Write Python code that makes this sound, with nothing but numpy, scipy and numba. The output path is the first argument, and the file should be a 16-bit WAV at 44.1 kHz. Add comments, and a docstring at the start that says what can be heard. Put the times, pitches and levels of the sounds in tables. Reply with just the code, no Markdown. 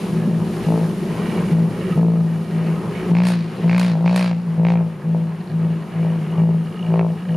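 """A loaded dump truck growls and barks away up a dirt road between trees, the driver pumping the throttle.
Each firing rings the exhaust pipe on one booming note; hard pushes add a bark, then cracks and a pulsing hiss.
Filtered noise makes the body rumble, engine clatter and tyre grit; random knocks ring loose steel and a tailgate.
Single blows thump the body, and noise bursts at each firing buzz a loose plate.
A gain control pulls all of this down under each loud push."""
import sys
import numpy as np
from scipy import signal
from scipy.fft import rfft, irfft
from scipy.io import wavfile
from scipy.ndimage import uniform_filter1d
from numba import njit

SR = 44100
rng = np.random.default_rng(int(sys.argv[2]) if len(sys.argv) > 2 else 0)


def bounce(signal):
    """Save signal as a 16-bit WAV file at the path given by the first command-line argument."""
    frames = np.transpose(np.atleast_2d(signal))
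    limited = np.clip(frames, -1, 1)
    pcm = np.round(limited * 32767).astype(np.int16)
    wavfile.write(sys.argv[1], SR, pcm)


N = 324576
T = np.arange(N) / SR  # time [s]


def undb(db):
    """Decibels to gain."""
    return 10 ** (np.asarray(db) / 20)


def unit(x):
    """Scale to rms 1."""
    return x / np.sqrt(np.mean(x ** 2))


def curves(table):
    """The columns of a table, joined by straight lines in time."""
    s, *columns = np.transpose(table)
    return [np.interp(T, s, column) for column in columns]


def noise():
    """White noise."""
    return rng.standard_normal(N)


def walk(rate):
    """Smooth random wandering, spread near 1, with about `rate` new values a second."""
    hold = int(SR / rate)
    steps = np.repeat(rng.standard_normal(N // hold + 1), hold)
    return 1.5 * uniform_filter1d(steps, hold)[:N]


def colour(x, tone):
    """Causal minimum-phase filter with the given (frequency [Hz], level [dB]) spectrum."""
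    hz, db = np.transpose(tone)
    octave = np.log2(np.maximum(np.fft.rfftfreq(2048, 1 / SR), 10))
    below = np.maximum(np.log2(hz[0]) - octave, 0)
    above = np.maximum(octave - np.log2(hz[-1]), 0)
    # outside the table the level falls a further 24 dB an octave
    level_db = np.interp(octave, np.log2(hz), db) - 24 * (below + above)
    # folding the cepstrum onto positive times makes the filter causal
    cepstrum = irfft(np.log(undb(level_db)))
    cepstrum[1:] *= 2
    cepstrum[len(cepstrum) // 2:] = 0
    return signal.fftconvolve(x, irfft(np.exp(rfft(cepstrum))))[:N]


def ring(x, modes, order=1):
    """Parallel (frequency [Hz], width [Hz], level [dB]) resonances; order 2 gives steep skirts."""
    total = 0
    for hz, width, db in modes:
        peak = np.concatenate(signal.iirpeak(hz, hz / width, fs=SR))
        total = total + undb(db) * signal.sosfilt([peak] * order, x)
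    return total


def grains(rate, spread_db):
    """Random clicks of unequal size, on average `rate` a second."""
    size = undb(spread_db * np.minimum(rng.exponential(size=N), 3))
    return (rng.random(N) < rate / SR) * np.sign(noise()) * size


def bursts(pulses, decay_s):
    """A short, fresh burst of noise after each pulse."""
    decays = signal.lfilter([1], [1, -np.exp(-1 / (decay_s * SR))], pulses)
    return unit(noise() * decays)


def spells(table, attack_s, release_s):
    """Gain of (start [s], hold [s], level [dB]) rows: each ramps up, holds and dies away."""
    total = 0
    for s, hold_s, db in table:
        attack = np.clip((T - s) / attack_s, 0, 1)
        release = np.exp(-np.maximum(T - s - hold_s, 0) / release_s)
        total = total + undb(db) * attack * release
    return total


def pan(x, left_db):
    """Place a sound between the two channels; left_db is the lead of the left over the right."""
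    return x * undb(np.array([[left_db], [-left_db]]) / 2)


def wide(make, side_db):
    """Two draws of a random sound as middle and side."""
    return unit(make()) + undb(side_db) * unit(make()) * np.array([[1], [-1]])


# pushes of the throttle: (start [s], top [s], fall before stretching [s], firing rate gain before bite [Hz],
# boom level before bite [dB], relative bark level [dB])
PUSHES = [(0.127, 0.275, 0.17, 0.9, -19.5, -52), (0.649, 0.722, 0.15, 1.01, -15, -31.5),
          (0.993, 1.18, 0.26, 1, -27.5, -48), (1.508, 1.585, 0.1, 1.17, -10.5, -40),
          (1.958, 2.03, 0.26, 1.906, -10, -33.5), (2.521, 2.629, 0.15, 0.69, -19.5, -45.5),
          (3.098, 3.2528, 0.14, 5.8, -4.5, -26.5), (3.635, 3.7972, 0.19, 5.7, -7.5, -28.5),
          (3.989, 4.062, 0.048, 1.1, -22, -30.5), (4.05, 4.1612, 0.19, 6.7, -8.5, -24),
          (4.462, 4.524, 0.11, 0.21, -22, -64), (4.585, 4.703, 0.14, 2.98, -12, -31),
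          (5.036, 5.147, 0.15, 0.82, -17.5, -56), (5.506, 5.649, 0.13, 0.4, -17.5, -47),
          (5.937, 6.048, 0.22, 0.54, -17.5, -45.5), (6.28, 6.327, 0.037, 0.24, -26, -53),
          (6.372, 6.436, 0.16, 0.88, -11, -38.5), (6.81, 6.851, 0.043, 0.26, -21.5, -42),
          (6.884, 6.9936, 0.12, 1.9, -13.5, -31.5), (7.276, 7.348, .1, 1.7, -18.5, -45)]
BITE_S = .006  # time scale on which the engine takes up each push


def pushes(sizes, rise, fall):
    """Each push bites abruptly, then swells and sinks as a bell curve; rise and fall stretch its two sides."""
    total = 0
    for size, (start_s, top_s, fall_s, *_) in zip(sizes, PUSHES):
        width_s = np.where(T < top_s, rise * (top_s - start_s), fall * fall_s)
        bite = .5 + .5 * np.tanh((T - start_s) / (2 * BITE_S))
        total = total + size * bite * np.exp(-((T - top_s) / width_s) ** 2)
    return total


def push_at(s):
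    """Row of the push that is under way at the given times."""
    return np.maximum(np.searchsorted(np.transpose(PUSHES)[0], s) - 1, 0)


# hard firings that knock out of the pipe: (start [s], hold [s], relative bark level [dB])
KICKS = [(1.97, .008, -46), (2.024, 0.012, -47), (3.146, .005, -40), (3.28, 0.037, -33), (3.64, .008, -42),
         (3.948, 0.029, -34.5), (4.308, 0.0073, -36), (4.785, .03, -44), (5.139, 0.022, -40),
         (6.041, 0.028, -44.5), (6.376, 0.022, -43), (6.484, 0.024, -45), (6.539, .008, -45),
         (6.935, .008, -38), (7.005, 0.061, -40.5)]
KICK_ATTACK_S, KICK_RELEASE_S = .003, .012
IDLE_BOOM_DB = -38.5  # pipe note between pushes


def throttle():
    """What the pedal drives: firing rate above idle (Hz), gain of the boom, and the briefer gain of the bark."""
    rev_gain_hz, boom_db, bark_db = np.transpose(PUSHES)[3:]
    rev_hz = pushes(rev_gain_hz, rise=.85, fall=.863)
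    boom_pushes = pushes(undb(boom_db), rise=1.21, fall=1.135)
    swell = undb(IDLE_BOOM_DB) + boom_pushes * undb(.13 * walk(13))
    load = pushes(undb(bark_db), rise=.85, fall=.63) + spells(KICKS, KICK_ATTACK_S, KICK_RELEASE_S)
    return rev_hz, swell, load


IDLE_HZ = 54.3  # firings per second between pushes
SLIP_S = .09  # the firings slip into line over this long before each push


def firing_count(rev_hz):
    """Firings so far; the engine's phase slips just before each push, so that a firing falls on its top."""
    count = np.cumsum(IDLE_HZ + rev_hz) / SR
    lead = np.unwrap(np.interp(np.transpose(PUSHES)[1], T, count) % 1, period=1)
    return count - uniform_filter1d(lead[push_at(T + SLIP_S / 2)], int(SLIP_S * SR))


# uneven cylinders, repeating every third firing: (relative strength [dB])
CYLINDERS = [2.3, -.5, -1.6]
# the engine runs smoother at speed: (firing rate [Hz], share of the unevenness [0-1])
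LUMPINESS = [(55.5, 1), (58.5, .3)]


def firings(phase, scatter_db, jitter_s, uneven):
    """One pulse per turn of the phase, a little off in time and strength; the cylinders even out as the revs rise."""
    turn = np.arange(1, int(phase[-1]) + 1)
    chance = rng.standard_normal((len(turn), 2))
    s = np.interp(turn, phase, T)
    # the cylinder order counts from the top of each push
    top_turn = np.round(np.interp(np.transpose(PUSHES)[1], T, phase)).astype(int)
    cylinder = (turn - top_turn[push_at(s)]) % len(CYLINDERS)
    lumpy = np.interp(1 / np.gradient(s), *np.transpose(LUMPINESS))
    at = np.clip((s + lumpy * jitter_s * chance[:, 0]) * SR, 0, N - 2)
    strength_db = uneven * np.array(CYLINDERS)[cylinder] + scatter_db * chance[:, 1]
    size = undb(lumpy * strength_db)
    # share each pulse between the two nearest samples
    i, part = at.astype(int), at % 1
    return np.bincount(i, size * (1 - part), N) + np.bincount(i + 1, size * part, N)


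# resonances of the exhaust pipe: (frequency [Hz], width [Hz], relative level [dB])
PIPE = [(166.1, 34.6, 20.5), (120.8, 18, -1.5), (52, 11, -19.5)]


def pipe_boom(phase, swell):
    """The pipe sings on the third harmonic of the firings; the silencer evens out the cylinders."""
    # the low note swells just ahead of each shock
    early = firings(phase + .06, scatter_db=.7, jitter_s=.00003, uneven=.6)
    note = ring(early, PIPE, order=2)
    # hold the note level, so that the swell alone shapes it
    note /= np.sqrt(uniform_filter1d(note ** 2, SR // 8) + .01 * np.mean(note ** 2))
    return note * swell


def underside(x, decay_s, db):
    """Chassis and ground return each pulse as a tight cluster of echoes, the same for every firing."""
    t = T[:SR // 40]
    echoes = rng.standard_normal(len(t)) * np.exp(-t / decay_s)
    echoes /= np.sqrt(np.sum(echoes ** 2))
    return x + undb(db) * signal.fftconvolve(x, echoes)[:N]


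RASP_DECAY_S, RASP_DB = .003, -3.5  # turbulence trailing each pulse; its level in the cracks
# spectrum of the bark: (frequency [Hz], relative level [dB])
BARK_TONE = [(180, -6.5), (290, 0), (410, 0), (505, 7.5), (610, 6), (700, 3), (800, 7), (930, 2.5),
             (1100, -5.5), (1300, -12), (1550, -25), (2500, -46), (6000, -100)]


def bark_of(pulses, load):
    """Under load, each pulse leaves as a coloured click with a trailing noise burst and close echoes."""
    gritty = unit(pulses) + undb(-15) * bursts(pulses, RASP_DECAY_S)
    return underside(unit(colour(gritty, BARK_TONE)), decay_s=.006, db=-11) * load * undb(3.8)


# overtones that blare as the revs rise: (frequency [Hz], width [Hz], relative level [dB])
BLARE = [(505, 62, 4), (604, 55, 0), (790, 60, -1), (855, 60, -3)]
BLARE_DB = -39.5  # level 1 Hz above idle; its power grows with the revs


def blare_of(pulses, rev_hz):
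    """Pulses ring the pipe's upper overtones, louder with the revs."""
    return unit(ring(pulses, BLARE, order=2)) * np.sqrt(rev_hz) * undb(BLARE_DB)


# low overtones of the pipe, heard from near and from far: (frequency [Hz], width [Hz], relative level [dB])
CHEST_NEAR = [(210, 26, -1), (269, 40, 0.5), (335, 39, -3), (446.4, 19, 5)]
CHEST_FAR = [(233, 21, -10), (389.4, 28, -5), (501, 20, -13)]


def chest(pulses, load):
    """Pulses ring the low overtones under load; a second set takes over as the truck draws away."""
    near = unit(ring(pulses, CHEST_NEAR, order=2)) * undb(np.interp(T, [1.6, 3.3, 5], [4, -2, -12]))
    far = unit(ring(pulses, CHEST_FAR, order=2)) * undb(np.interp(T, [4.2, 4.7, 6.5], [-16, -5, 0]))
    return (near + far) * load


# hum while the truck is close: (time [s], level [dB])
NEAR_HUM = [(0, -31), (.9, -31.5), (1.6, -35), (2.9, -41), (4, -58)]
NEAR_HUM_HZ, NEAR_HUM_WIDTH_HZ = 221.8, 30


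def near_hum(pulses):
    """The pipe's fourth harmonic hums, wavering in level."""
    hum = unit(ring(pulses, [(NEAR_HUM_HZ, NEAR_HUM_WIDTH_HZ, 0)], order=2))
    return hum * undb(curves(NEAR_HUM)[0] + 2 * walk(9))


# hardest pushes, where the pulses break into shocks: (start [s], hold [s], relative level [dB])
CRACKS = [(1.97, .13, -55), (3.145, 0.15, -33), (3.685, 0.15, -33.5), (4.058, 0.025, -29.5),
          (4.143, 0.12, -34), (4.31, 0.009, -33), (4.64, 0.071, -37), (4.737, 0.038, -45.5),
          (6.93, 0.03, -46), (6.981, 0.018, -38)]
CRACK_ATTACK_S, CRACK_RELEASE_S = .009, .016
CRACK_DB_PER_HZ = 1  # growth with the firing rate above idle


def cracking(rev_hz):
    """Gain of the shocks, growing with the firing rate."""
    return spells(CRACKS, CRACK_ATTACK_S, CRACK_RELEASE_S) * undb(CRACK_DB_PER_HZ * rev_hz)


# spectrum of the cracks: (frequency [Hz], relative level [dB])
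CRACK_TONE = [(600, -15), (1100, -4), (1400, -3), (1750, .5), (2600, 1), (2950, -4.5), (3400, -14),
              (4500, -19), (6500, -36), (14000, -72)]


def shock_cracks(phase, rev_hz):
    """Steepened pulses, scattered in strength, crack with a rasp of turbulence and close echoes."""
    shocks = firings(phase, scatter_db=1.5, jitter_s=.00005, uneven=1)
    torn = unit(shocks) + undb(RASP_DB) * bursts(shocks, RASP_DECAY_S)
    crack = underside(unit(colour(torn, CRACK_TONE)), decay_s=.003, db=-7)
    return crack * cracking(rev_hz) * undb(-1.5)


# the pipe spits at the top of the hardest pushes: (time [s], relative hiss level [dB], relative snap level [dB])
SPITS = [(3.235, -42.5, -41), (3.25, -38.5, -42), (3.268, -33, -45), (3.78, -49, -35), (3.795, -35.5, -30),
         (4.161, -33.5, -25)]
SPIT_DECAY_S, SNAP_DECAY_S = .11, .003
# gas hisses from this far above idle; relative flow 1 Hz further up; power of the excess
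JET_ABOVE_HZ, JET_DB, JET_LAW = 2.6, -41, .48
JET_OPEN_DB = -27  # relative flow at which the treble is fully open
# spectrum of the gas: (frequency [Hz], relative level [dB])
JET_TONE = [(1000, 0.5), (2500, -1.5), (3400, -6.5), (4300, -1.5), (6000, -10), (7800, -10), (9500, -6),
            (12500, -18.5), (15000, -40)]


def gas_jet(phase, rev_hz):
    """Noise puffs once per firing; the treble opens only at the strongest flow."""
    flow = np.maximum(rev_hz - JET_ABOVE_HZ, 0) ** JET_LAW * undb(JET_DB)
    for s, hiss_db, snap_db in SPITS:
        since = np.abs(T - s)
        hiss = undb(hiss_db) * np.exp(-since / SPIT_DECAY_S)
        snap = undb(snap_db) * np.exp(-since / SNAP_DECAY_S)
        flow = flow + (T > s) * (hiss + snap)
    puff = unit(.48 + uniform_filter1d(np.exp(-((phase + .06) % 1) / .16), 30))
    opening = np.minimum(flow / undb(JET_OPEN_DB), 1)
    gas = wide(lambda: colour(noise(), JET_TONE), side_db=-11)
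    dull = signal.sosfilt(signal.butter(2, 5500, fs=SR, output="sos"), gas)
    blend = opening * gas + np.sqrt(1 - opening ** 2) * dull
    return blend * puff * flow * undb(4)


def exhaust(phase, rev_hz, swell, load):
    """The firings drive boom, bark, overtones, cracks and a pulsing jet of gas."""
    pulses = firings(phase, scatter_db=.9, jitter_s=.00002, uneven=1.1)
    low = pan(pipe_boom(phase, swell) + near_hum(pulses), .75)
    middle = pan(bark_of(pulses, load) + blare_of(pulses, rev_hz) + chest(pulses, load), 1.7)
    crack = pan(shock_cracks(phase, rev_hz), -1.7)
    # the pulsed layers enter with inverted polarity
    return gas_jet(phase, rev_hz) - low - middle - crack


# the truck drawing away over rough and smooth ground:
# (time [s], relative body rumble [dB], relative clatter [dB], relative tyre grit [dB])
ROLL = [(0, -28.5, -30, -49.5), (.35, -29.5, -35, -55.5), (.6, -28.5, -31.5, -49.5), (.95, -30, -33, -52),
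        (1.35, -28, -29.5, -50.5), (1.9, -27.5, -32.5, -53.5), (2.35, -35, -36.5, -57.5),
        (3.05, -28.5, -28.5, -54.5), (3.55, -31, -28.5, -54.5), (4.4, -39, -36, -60.5), (5, -40, -40, -63),
        (5.7, -38.5, -37, -61.5), (6.3, -35.5, -34.5, -59), (7.36, -38.5, -39, -60.5)]
# resonances of the body: (frequency [Hz], width [Hz], relative level [dB])
BODY = [(178.3, 50, 5), (123.3, 27, -3.5), (361, 129, -4.5), (481, 44, -17)]


def body_rumble():
    """Noise from the ground rings the body."""
    rumble = wide(lambda: ring(noise(), BODY, order=2), side_db=-21.5)
    return pan(rumble * undb(curves(ROLL)[0] + 6), .6)


def low_rumble(db):
    """The deepest part of the rolling rumble, stronger on rough ground."""
    rumble = wide(lambda: ring(noise(), [(53, 12, 4.4), (96, 12, 1.8)], order=2), side_db=0)
    return rumble * undb(curves(ROLL)[0] + db)


# jolts of the tipper body: (time [s], strength of the blow [dB])
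THUMPS = [(0.233, -18), (0.275, -5.5), (1.214, -18), (1.233, -31), (1.284, -13), (1.301, -15), (3.102, -26)]


def thumps():
    """Ruts jolt the loaded body: a short, dull blow each."""
    blows = np.zeros(N)
    for s, db in THUMPS:
        blows[int(s * SR)] = undb(db)
    sound = ring(blows, [(187, 54, 3), (368, 64, -18)], order=2)
    return sound * blows.max() / np.abs(sound).max()


def flutter(x):
    """Octave bands that swell and sink independently."""
    spectrum = rfft(x)
    octave = np.log2(np.maximum(np.fft.rfftfreq(N, 1 / SR), 1))
    bands = np.arange(7, 15)  # centres at powers of two, from 128 Hz
    total = 0
    for k in bands:
        band = irfft(spectrum * np.interp(octave, bands, bands == k), N)
        total = total + band * undb(1.5 * walk(18))
    return total


# spectrum of the clatter: (frequency [Hz], relative level [dB])
CLATTER_TONE = [(260, -15.5), (450, -6), (600, -10.5), (860, -9), (1050, -9), (1400, -15.5), (2000, -18),
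                (2900, -20.5), (3400, -27.5), (7000, -47)]


def diesel_clatter(phase):
    """Noise beating twice per firing, mixed with random clicks."""
    beat = unit(1.5 + np.exp(-(2 * phase % 1) / .3))
    clatter = wide(lambda: colour(noise() * beat + 3 * grains(600, 2.4), CLATTER_TONE), side_db=-10)
    return pan(flutter(clatter * undb(curves(ROLL)[1] - 5.5)), .67)


# resonances of the loose steel: (frequency [Hz], width [Hz], relative level [dB])
STEEL = [(689, 187, 17), (1258, 79, 17), (1680, 160, 12), (1850, 87, 14), (2305, 64, 10), (2836, 210, 3),
         (2880, 74, -12), (4200, 590, -4)]


def loose_steel():
    """The same random knocks shake all panels, but each comes and goes by itself at its own place."""
    knocks = grains(320, 7.6)
    steel = 0
    for mode in STEEL:
        panel = ring(knocks, [mode], order=2) * undb(2.4 * walk(16))
        steel = steel + pan(panel, -1.5 + 3.5 * rng.standard_normal())
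    return unit(steel) * undb(np.interp(T, [0, 3, 4.8, 5.5, 6.5], [-46, -45, -53.5, -48.5, -45.5]))


# the tailgate grates as the body twists: (middle [s], half length [s], level [dB])
GRATES = [(1.33, 0.23, -40), (1.838, 0.15, -43.5), (2.55, 0.11, -49), (2.985, 0.064, -41.5)]
# resonances of the tailgate: (frequency [Hz], width [Hz], relative level [dB])
TAILGATE = [(1530, 300, -3), (1890, 260, 0), (2270, 320, -1), (2780, 500, -5)]


def grating():
    """Steel grinds on steel in irregular catches, each resonance coming and going by itself."""
    catches = grains(700, 3.5)
    gain = sum(undb(db) * np.exp(-((T - s) / length_s) ** 2) for s, length_s, db in GRATES)
    sound = sum(ring(catches, [mode], order=2) * undb(1.5 * walk(20)) for mode in TAILGATE)
    return pan(unit(sound) * gain, -5)


# a loose plate buzzing with the engine: (time [s], level [dB])
BUZZ = [(0, -56), (4.8, -68), (5.7, -63), (6.35, -48), (6.6, -58.5), (6.85, -45), (7.05, -63), (7.3, -47.5)]
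# resonances of that plate: (frequency [Hz], width [Hz], relative level [dB])
PLATE = [(2845, 230, -1.5), (2430, 660, -10), (1250, 120, -10)]


def plate_buzz(phase):
    """A loose plate chatters unevenly, shaken once by every firing."""
    shakes = bursts(firings(phase + .3, scatter_db=2, jitter_s=.0012, uneven=0), decay_s=.003)
    return pan(unit(ring(shakes, PLATE, order=2)) * undb(curves(BUZZ)[0]), -1.5)


# spectrum of the tyre grit: (frequency [Hz], relative level [dB])
GRIT_TONE = [(2500, -14), (4200, -10.5), (6000, -15), (7900, -16.5), (9300, -14.5), (11000, -14.5),
             (13000, -23.5), (15000, -32)]


def tyre_grit():
    """Tyres crush grit: bright noise and random clicks, flickering slightly in level."""
    grit = wide(lambda: colour(noise() + 2 * grains(900, 3), GRIT_TONE), side_db=-8)
    return pan(grit * undb(curves(ROLL)[2] + 4.5 + .39 * walk(29)), .7)


def trees(x, t60_s, db):
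    """Trunks and leaves scatter a faint, dull tail, different on each side."""
    t = T[:SR]
    tails = rng.standard_normal((2, SR)) * undb(-60 * t / t60_s) * np.minimum(t / .0087, 1)
    tails /= np.sqrt(np.sum(tails[0] ** 2))
    tails = signal.sosfilt(signal.butter(2, [300, 4000], "band", fs=SR, output="sos"), tails)
    return undb(db) * signal.fftconvolve(x.mean(axis=0)[None], tails, axes=1)[:, :N]


ONSET_SWELL_S = 1.96  # middle of the swell


def onset_swell(length_s, db):
    """A brief swell of deep noise as the push near 2 s sets in."""
    swell = wide(lambda: ring(noise(), [(44.5, 58, 0)], order=2), side_db=-13)
    return swell * undb(db) * np.exp(-((T - ONSET_SWELL_S) / length_s) ** 2)


def scene():
    """The whole truck, its scatter among the trees and a brief swell of deep noise."""
    rev_hz, swell, load = throttle()
    phase = firing_count(rev_hz)
    pipe = exhaust(phase, rev_hz, swell, load)
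    rolling = body_rumble() + low_rumble(db=-19.5) + thumps() + tyre_grit()
    rattling = diesel_clatter(phase) + loose_steel() + grating() + plate_buzz(phase)
    scatter = trees(pipe, t60_s=.2, db=-12)
    return pipe + scatter + rolling + rattling + onset_swell(length_s=.017, db=-39)


@njit
def follow(x, attack, release):
    """Level follower with separate rates for rising and sinking."""
    out, level = np.empty(len(x)), 0.
    for i in range(len(x)):
        level += (x[i] - level) * (attack if x[i] > level else release)
        out[i] = level
    return out


def gain_control(x, top_db, attack_s, release_s):
    """Turns everything down while the followed level is above the top level."""
    level = follow(np.abs(x).mean(axis=0), 1 / (attack_s * SR), 1 / (release_s * SR))
    return x * undb(top_db) / np.maximum(level, undb(top_db))


NOTCH_HZ, NOTCH_Q = 7900, 22
TOP_HZ = 15300  # edge of the low-pass


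def record(dry):
    """The gain ducks under each loud boom, then a narrow notch and a steep low-pass trim the treble."""
    held = gain_control(dry, top_db=-9.5, attack_s=.00095, release_s=.26)
    held = signal.lfilter(*signal.iirnotch(NOTCH_HZ, NOTCH_Q, fs=SR), held)
    return signal.sosfilt(signal.ellip(8, .2, 70, TOP_HZ, fs=SR, output="sos"), held)


dry = scene()
out = record(dry)
bounce(out)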